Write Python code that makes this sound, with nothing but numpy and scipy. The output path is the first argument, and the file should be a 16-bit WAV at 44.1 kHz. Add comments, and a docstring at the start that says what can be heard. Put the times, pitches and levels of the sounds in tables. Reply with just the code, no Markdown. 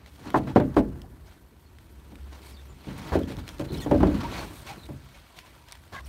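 """Rough boards knock together as they are shaken loose and drawn off a stack on a truck bed in an open field.
Each blow rings decaying wood modes over a dense noise body. Rubbed faces turn clicks and hiss into wood
tone, rasp, fizz and a low rumble, with short scuffs and ringing ticks. Gliding tones and narrow hiss make
faint chirps and squeaks; narrow low noise makes an engine far off, and weak filtered noise the quiet air."""
import sys
import numpy as np
from scipy import signal
from scipy.fft import rfft, irfft, next_fast_len
from scipy.io import wavfile
from scipy.ndimage import uniform_filter1d

SR = 44100
rng = np.random.default_rng(int(sys.argv[2]) if len(sys.argv) > 2 else 0)


def materialize(psi):
    """Save the field psi as 16-bit PCM at rate SR to the path in sys.argv[1].

    A 1-D psi becomes a single channel; in a 2-D psi each row is a channel.
    """
    bounded = np.clip(np.atleast_2d(psi).T, -1, 1)
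    quanta = np.round(bounded * 32767).astype(np.int16)
    wavfile.write(sys.argv[1], SR, quanta)


N = 268348
TIME = np.arange(N) / SR

# Boards struck together. Each row: start in seconds, blow level in dB, then thump, knock and clack
# in dB relative to the blow.
BLOWS = [(0.256, -29.5, -8, -17, -22), (0.343, -13, -22, -6, 3), (0.355, -14.5, -13.5, -15, -15),
         (0.471, -22, -11, -19, -19), (0.56, -4.5, -14, -9, -11), (0.599, -12.5, -26, -13.5, -15.5),
         (0.766, -8, -12.5, -5, -8.5), (0.956, -40, 6, -13, -17), (2.118, -38, -17, -10, -18),
         (2.696, -46, 6.5, -15, -9), (2.869, -29.5, -3, -11, -31), (2.885, -29.5, -21, -10, -15),
         (3.12, -18, -2, -7, -11), (3.154, -8.5, -44, -9.5, -24), (3.212, -23.5, -18, -14, -46),
         (3.299, -29.5, -12, -12, -18), (3.375, -32.5, 3.5, -13, -21), (3.596, -24.5, -7, -4, -12.5),
         (3.704, -27.5, -1.5, -13, -37), (3.739, -24.5, -11, -22, -30), (3.861, -23.5, -2, -2.5, -11.5),
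         (3.911, -7, -17, -1.5, -17), (3.945, -17.5, -2, -7, -19), (4.004, -14.5, -5, -17, -14),
         (4.03, -10.5, -9, -6, -10.5), (4.069, -12, -15, -13, -29), (4.149, -20.5, -11, -26, -35),
         (4.229, -27.5, -29, -12, -8), (4.498, -38, 3, -15, -37), (4.887, -33, 2, -6, -12),
         (4.922, -36.5, 0, -28, -19), (5.922, -38, -5.5, -9, -8)]
# Modes of the boards and the bed. Each row: nominal frequency in Hz, level in dB, and decay time to
# -60 dB in seconds before the scaling by weight of blow.
WOOD_MODES = [(50, -4, 0.43), (82.7, 0.5, 0.41), (105.2, -7, 0.32), (135.2, -1, 0.59), (189, -4.5, 0.5),
              (223.2, -3.5, 0.3), (260.3, -4.5, 0.37), (301.6, 1.5, 0.24), (338, -3.5, 0.24),
              (396, -0.5, 0.16), (451, -6.5, 0.18), (577.3, -1.5, 0.26), (645.2, -5, 0.23),
              (741.6, -3, 0.15), (855, 0, 0.17), (919, -1, 0.073), (1011, -3, 0.12), (1083, -9.5, 0.028),
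              (1259, -9.5, 0.1), (1380, -25, 0.24), (1584, 2.5, 0.053), (1814, -4.5, 0.062),
              (2023, -8.5, 0.037), (2300, -14, 0.082), (2500, -15, 0.075), (2760, -51, 0.033)]
# Centres, in Hz, of the thump, blow, knock, clack, rap and crack bands.
BLOW_BANDS_HZ = (90, 280, 590, 980, 1650, 3500)
# Dense body of a blow, its modes too many to tell apart. Each row: frequency in Hz, level in dB, and
# decay time to -60 dB in seconds before the same scaling.
BLOW_BODY = [(40, -7, 0.28), (101, 4.5, 0.87), (306, -6, 0.51), (736, 2, 0.16), (1460, -1, .12),
             (3050, -7.5, 0.19), (5060, -11, 0.044), (8900, -19, 0.045), (16000, -24, .06)]
# Steady sliding. Each row: time in seconds, then levels of rasp, rumble and fizz in dB.
SLIDING_LEVELS = [(0.0, -67, -56, -78), (0.13, -68.5, -62, -60.5), (0.28, -55.5, -45, -66),
                  (0.42, -63.5, -48, -72), (1.05, -75, -56.5, -68.5), (1.59, -72.5, -62, -70.5),
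                  (2.1, -68.5, -56, -66), (2.47, -65.5, -53.5, -63.5), (2.75, -66.5, -59, -65.5),
                  (3.08, -49, -40.5, -58), (3.27, -62.5, -56, -67), (3.58, -61, -49.5, -61.5),
                  (3.75, -62, -35.5, -72), (3.9, -57.5, -45, -58.5), (4.2, -51.5, -40.5, -70),
                  (4.42, -50.5, -39, -53), (4.58, -62.5, -58.5, -56.5), (4.71, -52.5, -48, -58.5),
                  (4.86, -69.5, -52.5, -59.5), (5.05, -62.5, -64.5, -65), (5.56, -63.5, -61.5, -64.5),
                  (5.73, -67, -66, -64.5), (6.08, -68, -57, -64)]
# Resonances of scraped wood. Each row: frequency in Hz, width in Hz, level in dB.
WOOD_TONE = [(567, 34, -3.5), (825, 64, -24), (944, 94, 0.5), (1115, 93, -5), (1364, 110, -5),
             (1537, 49, -8.5), (1723, 17, -9), (1930, 53, -21.5)]
# Higher resonances in the rasp. Each row: frequency in Hz, width in Hz, level in dB.
RASP_RINGS = [(2236, 58, 10), (2500, 150, 4.5), (2900, 63, -11), (3240, 260, 1.5), (3970, 37, -12),
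              (4070, 38, -9)]
# Spectrum of the rasp. Each row: frequency in Hz, relative density in dB per Hz.
RASP_SPECTRUM = [(880, -23), (1500, -4), (1710, -9.5), (2030, 0.5), (2190, -1), (3000, -1), (4390, -2),
                 (4930, -8.5), (6500, -11), (8450, -28), (14300, -120)]
# Spectrum of the fizz. Each row: frequency in Hz, relative density in dB per Hz.
FIZZ_SPECTRUM = [(4800, -11), (5800, -10), (6600, -12.5), (8600, -4), (9400, -4.5), (10500, -12),
                 (11700, -6.5), (14000, -11.5), (15500, -13), (16500, -2)]
# Short hard scuffs. Each row: start in seconds, length in seconds, rasp level in dB, brightness in dB.
SCUFF_EVENTS = [(0.058, 0.039, -62.5, -4), (.245, 0.082, -64.5, -17), (0.357, 0.039, -50.5, 5.5),
                (0.471, 0.061, -55, -10), (0.552, 0.044, -50, -3), (0.741, 0.011, -57, -7),
                (0.759, 0.056, -51, 5.5), (1.246, 0.15, -67.5, 1), (2.313, 0.084, -62, -8),
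                (2.415, 0.04, -62, 7), (2.443, 0.098, -63.5, 13), (2.833, 0.11, -66, -7),
                (2.977, 0.016, -68, 23), (3.126, 0.05, -53, -20.5), (3.187, 0.013, -59, 14),
                (3.272, 0.084, -53, 1.5), (3.383, 0.03, -57, 0), (3.467, 0.055, -58, 2),
                (3.507, 0.056, -75, 10), (3.592, 0.036, -49, -3), (3.64, 0.025, -55.5, 6),
                (3.72, 0.073, -56.5, 11), (3.77, 0.025, -56, 5), (3.799, 0.057, -58, 17),
                (3.975, 0.012, -62, 8), (4.14, 0.029, -57, -1), (4.202, 0.02, -46, -5),
                (4.237, 0.029, -55, -6), (4.312, 0.14, -49, -7.5), (4.528, 0.11, -69, 20),
                (4.661, 0.073, -51.5, 1), (4.854, 0.013, -58, 5), (5.139, 0.072, -62.5, -1),
                (5.361, 0.065, -57, 2), (5.458, 0.029, -61.5, 0), (5.679, 0.1, -64, -3),
                (5.92, 0.096, -52, -9.5), (6.054, 0.035, -67.5, 20.5)]
# Ticks of splinters and grit. 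Each row: start in seconds, level in dB, frequency in Hz.
TICK_EVENTS = [(0.0618, -40, 2060), (0.3038, -30.5, 2100), (1.018, -35.5, 3280), (1.786, -42, 2060),
               (2.156, -38, 2440), (2.25, -59, 3040), (2.9944, -36, 3560), (3.1894, -43, 3140),
               (3.234, -38, 3250), (3.3685, -35, 3520), (3.479, -27, 2700), (3.49, -25.5, 3280),
               (3.584, -41, 4100), (3.5957, -31, 2290), (4.234, -32, 2220), (4.864, -43, 2660),
               (5.389, -30, 2270), (5.457, -49, 2400), (5.686, -38.5, 3280), (5.7132, -38, 4080),
               (5.7228, -25.5, 5780), (5.7278, -34.5, 2290), (5.7536, -39, 2020), (5.8378, -45, 2220)]
# Faint chirps and squeaks. Each row: start in seconds, length in seconds, start pitch in Hz,
# end pitch in Hz, level in dB.
CHIRP_EVENTS = [(.47, 0.061, 880, 850, -45), (1.036, 0.019, 720, 750, -48.5),
                (1.657, 0.039, 4250, 4370, -67), (2.512, 0.035, 5400, 5140, -60),
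                (2.533, 0.041, 4800, 4300, -57.5), (2.564, 0.051, 3700, 3500, -57),
                (2.68, 0.052, 7200, 7050, -64), (3.228, 0.018, 3330, 3200, -49),
                (3.672, 0.038, 4070, 4150, -56), (3.719, 0.008, 4200, 4030, -45),
                (3.74, 0.013, 4200, 3870, -42), (3.775, 0.018, 5500, 5100, -49.5),
                (3.79, 0.017, 3040, 3060, -46), (3.799, 0.025, 4250, 4150, -46),
                (3.81, 0.033, 3500, 3440, -45), (3.814, 0.036, 1950, 1780, -49),
                (3.817, 0.032, 6650, 6700, -50), (4.234, 0.042, 932, 940, -36),
                (4.331, 0.05, 2250, 2190, -46), (4.382, 0.035, 4470, 4240, -47),
                (4.685, 0.052, 780, 824, -42.5), (4.77, 0.089, 4100, 4000, -56),
                (4.82, 0.044, 3900, 3600, -54), (5.305, 0.17, 1036, 993, -59),
                (5.578, 0.24, 974, 920, -61.5), (5.928, 0.093, 1100, 1088, -44),
                (5.918, 0.084, 1680, 1610, -44), (5.963, 0.036, 2020, 2050, -45),
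                (6.045, 0.012, 5600, 5600, -55)]
# Overtones of a squeak. Each row: multiple of its pitch, relative level in dB.
SQUEAK_OVERTONES = [(2.051, 2), (3.3, -9)]
# Far engine note. Each row: time in seconds, pitch in Hz, level in dB.
ENGINE_NOTE = [(0, 65, -72), (1.4, 67, -66), (1.65, 68.6, -56), (2.0, 68.7, -51), (2.35, 68.3, -44.5),
               (2.75, 67.5, -51), (3.0, 67, -66), (5.0, 65.9, -59), (5.9, 64.8, -65), (6.085, 65, -40.5)]
# Low rumble between blows. Each row: time in seconds, level in dB.
RUMBLE_LEVEL = [(0.0, -52), (1.54, -59), (1.69, -52.5), (2.2, -53.5), (2.9, -57.5), (3.8, -45),
                (4.6, -53.5), (4.95, -54), (5.3, -61), (5.65, -54.5), (6.08, -51.5)]
# Spectrum of the air. Each row: frequency in Hz, relative density in dB per Hz.
AIR_SPECTRUM = [(15, -43), (25, -32), (65, -8), (92, -9), (162, -6.5), (225, -51), (357, -12), (443, -37),
                (494, -47), (2960, -72), (4330, -43), (4950, -50), (14700, -34), (16300, -61)]

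RAP_DB, RAP_PER_CLACK = -12, 0.63  # the rap follows the clack
CRACK_DB, CRACK_PER_BLOW = -32, -0.3  # the crack grows less than the blow
RING_LIGHT, RING_PER_DB, HEAVY_DB = 0.94, -0.013, -15  # blows above HEAVY_DB clamp the boards: shorter ring
SNAP, SNAP_S = 0.98, 0.003  # extra gain of the body at first contact, and its decay constant
CHATTER_S = 0.012  # decay constant of the rebounds
TONE_DB, TONE_FROM_RASP = 1, 0.69  # the wood tone's level lies between rasp and rumble, raised by TONE_DB
SCUFF_TONE_DB, SCUFF_FIZZ_DB = -4.5, -7  # relative to the scuff's rasp
TICK_EDGE_T60_S, TICK_HZ = 0.015, 2500  # decay of the gritty edge at this pitch; higher ticks die sooner
FUZZ, FUZZ_PER_DB, FUZZ_FROM_DB = 0.71, 0.04, -46  # share of hiss in a whistle, rising above FUZZ_FROM_DB
OVERTONE_DB, OVERTONE_PER_DB = 35.5, 2.3  # louder squeaks carry relatively stronger overtones
CREAK_FROM_S, CREAK_TO_S = 3.67, 3.85  # a flurry of small squeaks
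CREAK_LOW_HZ, CREAK_HIGH_HZ, CREAK_MAX_DB = 3000, 4320, -55  # range of starting pitch, loudest level
AIR_DB = -62
BAND_EDGE_HZ = 15750


def knock(blow_db, thump_db, knock_db, clack_db):
    """Modal impact: a blow and its rebounds excite decaying modes over a dense body of noise."""
    t = np.arange(round(0.4 * SR)) / SR
    rap_db = RAP_DB + RAP_PER_CLACK * clack_db
    crack_db = CRACK_DB + CRACK_PER_BLOW * blow_db
    bands_db = [thump_db, 0, knock_db, clack_db, rap_db, crack_db]
    ring = max(RING_LIGHT + RING_PER_DB * max(blow_db - HEAVY_DB, 0), 0.2)
    ringing = wood_ringing(t, bands_db, ring)
    body = blow_body(t, bands_db, ring)
    snap = 1 + SNAP * np.exp(-t / SNAP_S)
    onset = 1 - np.exp(-t / 0.0012)
    return amp(blow_db) * (ringing + amp(10.0) * body * snap) * onset


def wood_ringing(t, bands_db, ring):
    """Superposition of damped sine modes, repeated by random rebounds that share one blow's energy."""
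    hz, db, t60 = np.array(WOOD_MODES).T[:, :, None]
    scatter_db, detune = rng.standard_normal((2, len(WOOD_MODES), 1))
    # every blow weighs and tunes the modes a little differently
    weight = amp(db + read(hz, BLOW_BANDS_HZ, bands_db) + 3.15 * scatter_db) * np.sign(detune)
    decay = amp(-60 * t / (t60 * ring))
    modes = (weight * decay * np.sin(2 * np.pi * hz * (1 + 0.016 * detune) * t)).sum(0)
    rebounds = rng.standard_normal(4000) * (rng.random(4000) < 0.006) * np.exp(-t[:4000] / CHATTER_S)
    rebounds[0] = 3  # the blow itself
    ringing = signal.fftconvolve(modes, rebounds)[:len(t)]
    return ringing * 0.38 * np.linalg.norm(modes) / np.linalg.norm(ringing)


def blow_body(t, bands_db, ring):
    """Statistical modal density: noise stands for crowded modes, each frequency with its own decay."""
    hz, when, z = signal.stft(rng.standard_normal(len(t)), SR, nperseg=512, noverlap=384)
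    body_hz, body_db, body_t60 = np.transpose(BLOW_BODY)
    colour_db = read(hz, body_hz, body_db) + read(hz, BLOW_BANDS_HZ, bands_db)
    t60 = ring * read(hz, body_hz, body_t60)
    z *= amp(colour_db[:, None] - 60 * when / t60[:, None])
    return signal.istft(z, SR, nperseg=512, noverlap=384)[1][:len(t)]


def sliding():
    """Friction excitation: one rubbing drives tone, rasp and fizz; slower catches rumble the stack."""
    rub = grit(4000, spread_db=3.0, hiss=1.8, flicker_db=1.2, flicker_s=0.004)
    rub = patchy(rub, patchy_db=1.4)
    broad_tone = coloured(rub, [(450, -2), (650, 14.5), (2000, 1), (2400, -52)])
    tone = evened(rung(rub, WOOD_TONE) + 1.43 * broad_tone)
    rasp = evened(0.32 * rung(rub, RASP_RINGS) + coloured(rub, RASP_SPECTRUM))
    fizz = coloured(rub, FIZZ_SPECTRUM)
    s, *curves = np.transpose(SLIDING_LEVELS)
    rasp_db, rumble_db, fizz_db = (np.interp(TIME, s, curve) for curve in curves)
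    tone_db = TONE_DB + TONE_FROM_RASP * rasp_db + (1 - TONE_FROM_RASP) * rumble_db
    rattle = stirred(db=-49, share=0.92, fall_db_per_s=42, rise_s=0.021)
    faces = (amp(rasp_db) + scuffs(0, lean=0)) * rasp
    faces += (amp(tone_db) + scuffs(SCUFF_TONE_DB, lean=-1.02) + amp(-4.5) * rattle) * tone
    faces += (amp(fizz_db) + scuffs(SCUFF_FIZZ_DB, lean=1)) * fizz
    catches = grit(300, spread_db=2.0, hiss=1.0, flicker_db=1.5, flicker_s=0.016)
    stack = coloured(catches, [(70, -20), (110, 5.5), (200, 3.5), (330, 3.0), (500, -4.5), (750, -36.5)])
    return faces + (amp(rumble_db) + rattle) * stack


def grit(per_s, spread_db, hiss, flicker_db, flicker_s):
    """Random impulse process: clicks of uneven size over hiss, with a flickering level."""
    size_db = spread_db * np.minimum(rng.exponential(1, N), 3.2)
    clicks = (rng.random(N) < per_s / SR) * rng.choice([-1, 1], N) * amp(size_db)
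    width = max(round(flicker_s * SR), 1)
    flicker = evened(uniform_filter1d(uniform_filter1d(rng.standard_normal(N), width), width))
    return evened((evened(clicks) + hiss * rng.standard_normal(N)) * amp(flicker_db * flicker))


def patchy(x, patchy_db):
    """Surface heterogeneity: rough timber shifts the colour of the rubbing from patch to patch."""
    z = signal.stft(x, nperseg=256)[2]
    patches = uniform_filter1d(uniform_filter1d(rng.standard_normal(z.shape), 4, axis=0), 7, axis=1)
    return evened(signal.istft(z * amp(patchy_db * evened(patches)), nperseg=256)[1][:N])


def scuffs(offset_db, lean):
    """Transient friction: quick bite, slower release; brightness leans levels from tone to fizz."""
    level = np.zeros(N)
    for s, length_s, db, bright_db in SCUFF_EVENTS:
        u = np.linspace(0, 1, round(length_s * SR))
        shape = np.minimum(u / 0.14, 1) * np.minimum((1 - u) / 0.51, 1) ** 0.8
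        add(level, s, amp(db + offset_db + lean * bright_db) * shape)
    return level


def stirred(db, share, fall_db_per_s, rise_s):
    """Damped energy storage: each blow adds a jolt to the shaking load, which dies away."""
    jolts = np.zeros(N)
    for s, blow_db, *_ in BLOWS:
        jolts[round(s * SR)] += amp(share * blow_db)
    shaking = signal.lfilter([1], [1, -amp(-fall_db_per_s / SR)], jolts)
    return amp(db) * uniform_filter1d(shaking, round(rise_s * SR))


def ticks():
    """Impulse response of small splinters and grit: two brief damped partials and a bright noise edge."""
    out, t = np.zeros(N), np.arange(1500) / SR
    for s, db, hz in TICK_EVENTS:
        fade = amp(-60 * t / max(TICK_EDGE_T60_S * (TICK_HZ / hz) ** 0.69, 0.003))
        edge = signal.lfilter([1, -1], [1, -1.45, 0.62], rng.standard_normal(len(t))) * fade
        # powers of the fade make the partials die faster than the edge
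        low = np.sin(2 * np.pi * hz * t) * fade ** 3.1
        high = np.sin(2 * np.pi * 1.534 * hz * t) * fade ** 1.64
        add(out, s, amp(db) * (low + 0.42 * high + 0.21 * edge))
    return out


def chirps():
    """Frequency modulation: short gliding whistles with rough overtones and a fluttering level."""
    out = np.zeros(N)
    for s, length_s, start_hz, end_hz, db in list(CHIRP_EVENTS) + creak():
        hz = np.linspace(start_hz, end_hz, round(length_s * SR))
        overtones = sum(amp(top_db) * narrow(np.minimum(multiple * hz, SR / 2.2), 0.71)
                        for multiple, top_db in SQUEAK_OVERTONES)
        fuzz = np.clip(FUZZ + FUZZ_PER_DB * max(db - FUZZ_FROM_DB, 0), 0, 1)
        whistle = narrow(hz, fuzz) + amp(OVERTONE_DB + OVERTONE_PER_DB * db) * overtones
        # the contact sticks and slips
        stutter = evened(amp(1.1 * evened(uniform_filter1d(rng.standard_normal(len(hz)), 130))))
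        add(out, s, amp(db) * whistle * stutter * signal.windows.tukey(len(hz), 0.4))
    return out


def creak(count=20):
    """Random point process: brief falling squeaks, as rows like the chirps; longer ones are fainter."""
    when, pitch, size = rng.random((count, 3)).T
    hz = CREAK_LOW_HZ + pitch * (CREAK_HIGH_HZ - CREAK_LOW_HZ)
    s = CREAK_FROM_S + when * (CREAK_TO_S - CREAK_FROM_S)
    return list(zip(s, 0.019 * (0.6 + size), hz, 0.96 * hz, CREAK_MAX_DB - 6 * size))


def engine():
    """Narrow-band noise: a wavering far note, and a low rumble that swells as blows shake the truck bed."""
    s, hz, db = np.transpose(ENGINE_NOTE)
    note = amp(np.interp(TIME, s, db)) * evened(narrow(np.interp(TIME, s, hz), 0.25))
    rumble = coloured(rng.standard_normal(N), [(25, -8), (45, 41), (80, 39), (130, 26.0), (200, -46)])
    shaken = stirred(db=-38.5, share=0.71, fall_db_per_s=42, rise_s=0.069)
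    return note + (amp(np.interp(TIME, *np.transpose(RUMBLE_LEVEL))) + shaken) * rumble


def quiet_air():
    """Broadband background: uneven, flickering noise shaped by a mostly low spectrum."""
    noise = grit(2000, spread_db=15.0, hiss=11.0, flicker_db=3.2, flicker_s=0.017)
    return amp(AIR_DB) * coloured(noise, AIR_SPECTRUM)


def narrow(hz, fuzz):
    """Tone and narrow-band noise along one pitch curve: fuzz 0 is a clear sine, 1 a narrow hiss."""
    hiss = resonate(rng.standard_normal(len(hz)), hz, 0.063 * hz[0])
    hiss = evened(resonate(hiss, hz, 0.068 * hz[0]))
    return (1 - fuzz) * np.sin(2 * np.pi * np.cumsum(hz) / SR) + fuzz * hiss


def rung(x, rings):
    """Parallel resonance: x heard through a set of rings (Hz, width Hz, dB), rms 1."""
    return evened(sum(amp(db) * evened(resonate(x, hz, width_hz)) for hz, width_hz, db in rings))


def resonate(x, hz, width_hz):
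    """Heterodyne resonance of gain 1: shift the pitch curve hz to zero, smooth, and shift back."""
    turn = np.exp(2j * np.pi * np.cumsum(hz * np.ones(len(x))) / SR)
    r = np.exp(-np.pi * width_hz / SR)
    return 2 * (turn * signal.lfilter([1 - r], [1, -r], x / turn)).real


def coloured(x, spectrum):
    """Linear filtering in frequency: weights x by the spectrum (Hz, dB), then scales to rms 1."""
    size = next_fast_len(len(x))
    hz = np.fft.rfftfreq(size, 1 / SR)
    gain = amp(read(hz, *np.transpose(spectrum)))
    return evened(irfft(rfft(x, size) * gain, size)[:len(x)])


def read(hz, at_hz, values):
    """Logarithmic pitch scale: straight lines between points on a log-frequency axis."""
    return np.interp(np.log(hz + 1), np.log(np.asarray(at_hz) + 1), values)


def amp(db):
    """Level law: decibels to amplitude gain."""
    return 10 ** (np.asarray(db) / 20)


def evened(x):
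    """Power normalization: scales x to rms 1."""
    return x / np.sqrt(np.mean(x ** 2) + 1e-20)


def add(mix, s, sound):
    """Superposition: mixes a sound in at s seconds."""
    part = mix[round(s * SR):][:len(sound)]
    part += sound[:len(part)]


def scene():
    """Free-field superposition: all sources at one microphone, with no walls to answer."""
    boards = sliding() + ticks()
    for s, *blow in BLOWS:
        add(boards, s, knock(*blow))
    return (boards + chirps() + engine() + quiet_air())[None]


def record(dry):
    """Band-limited transduction: the microphone's bass roll-off, then an upper band limit."""
    cut = signal.lfilter(*signal.butter(3, 40, "high", fs=SR), dry)
    band_limit = signal.firwin(511, BAND_EDGE_HZ, window=("kaiser", 9), fs=SR)
    return signal.oaconvolve(cut, band_limit[None], "same")


dry = scene()
out = record(dry)
materialize(out)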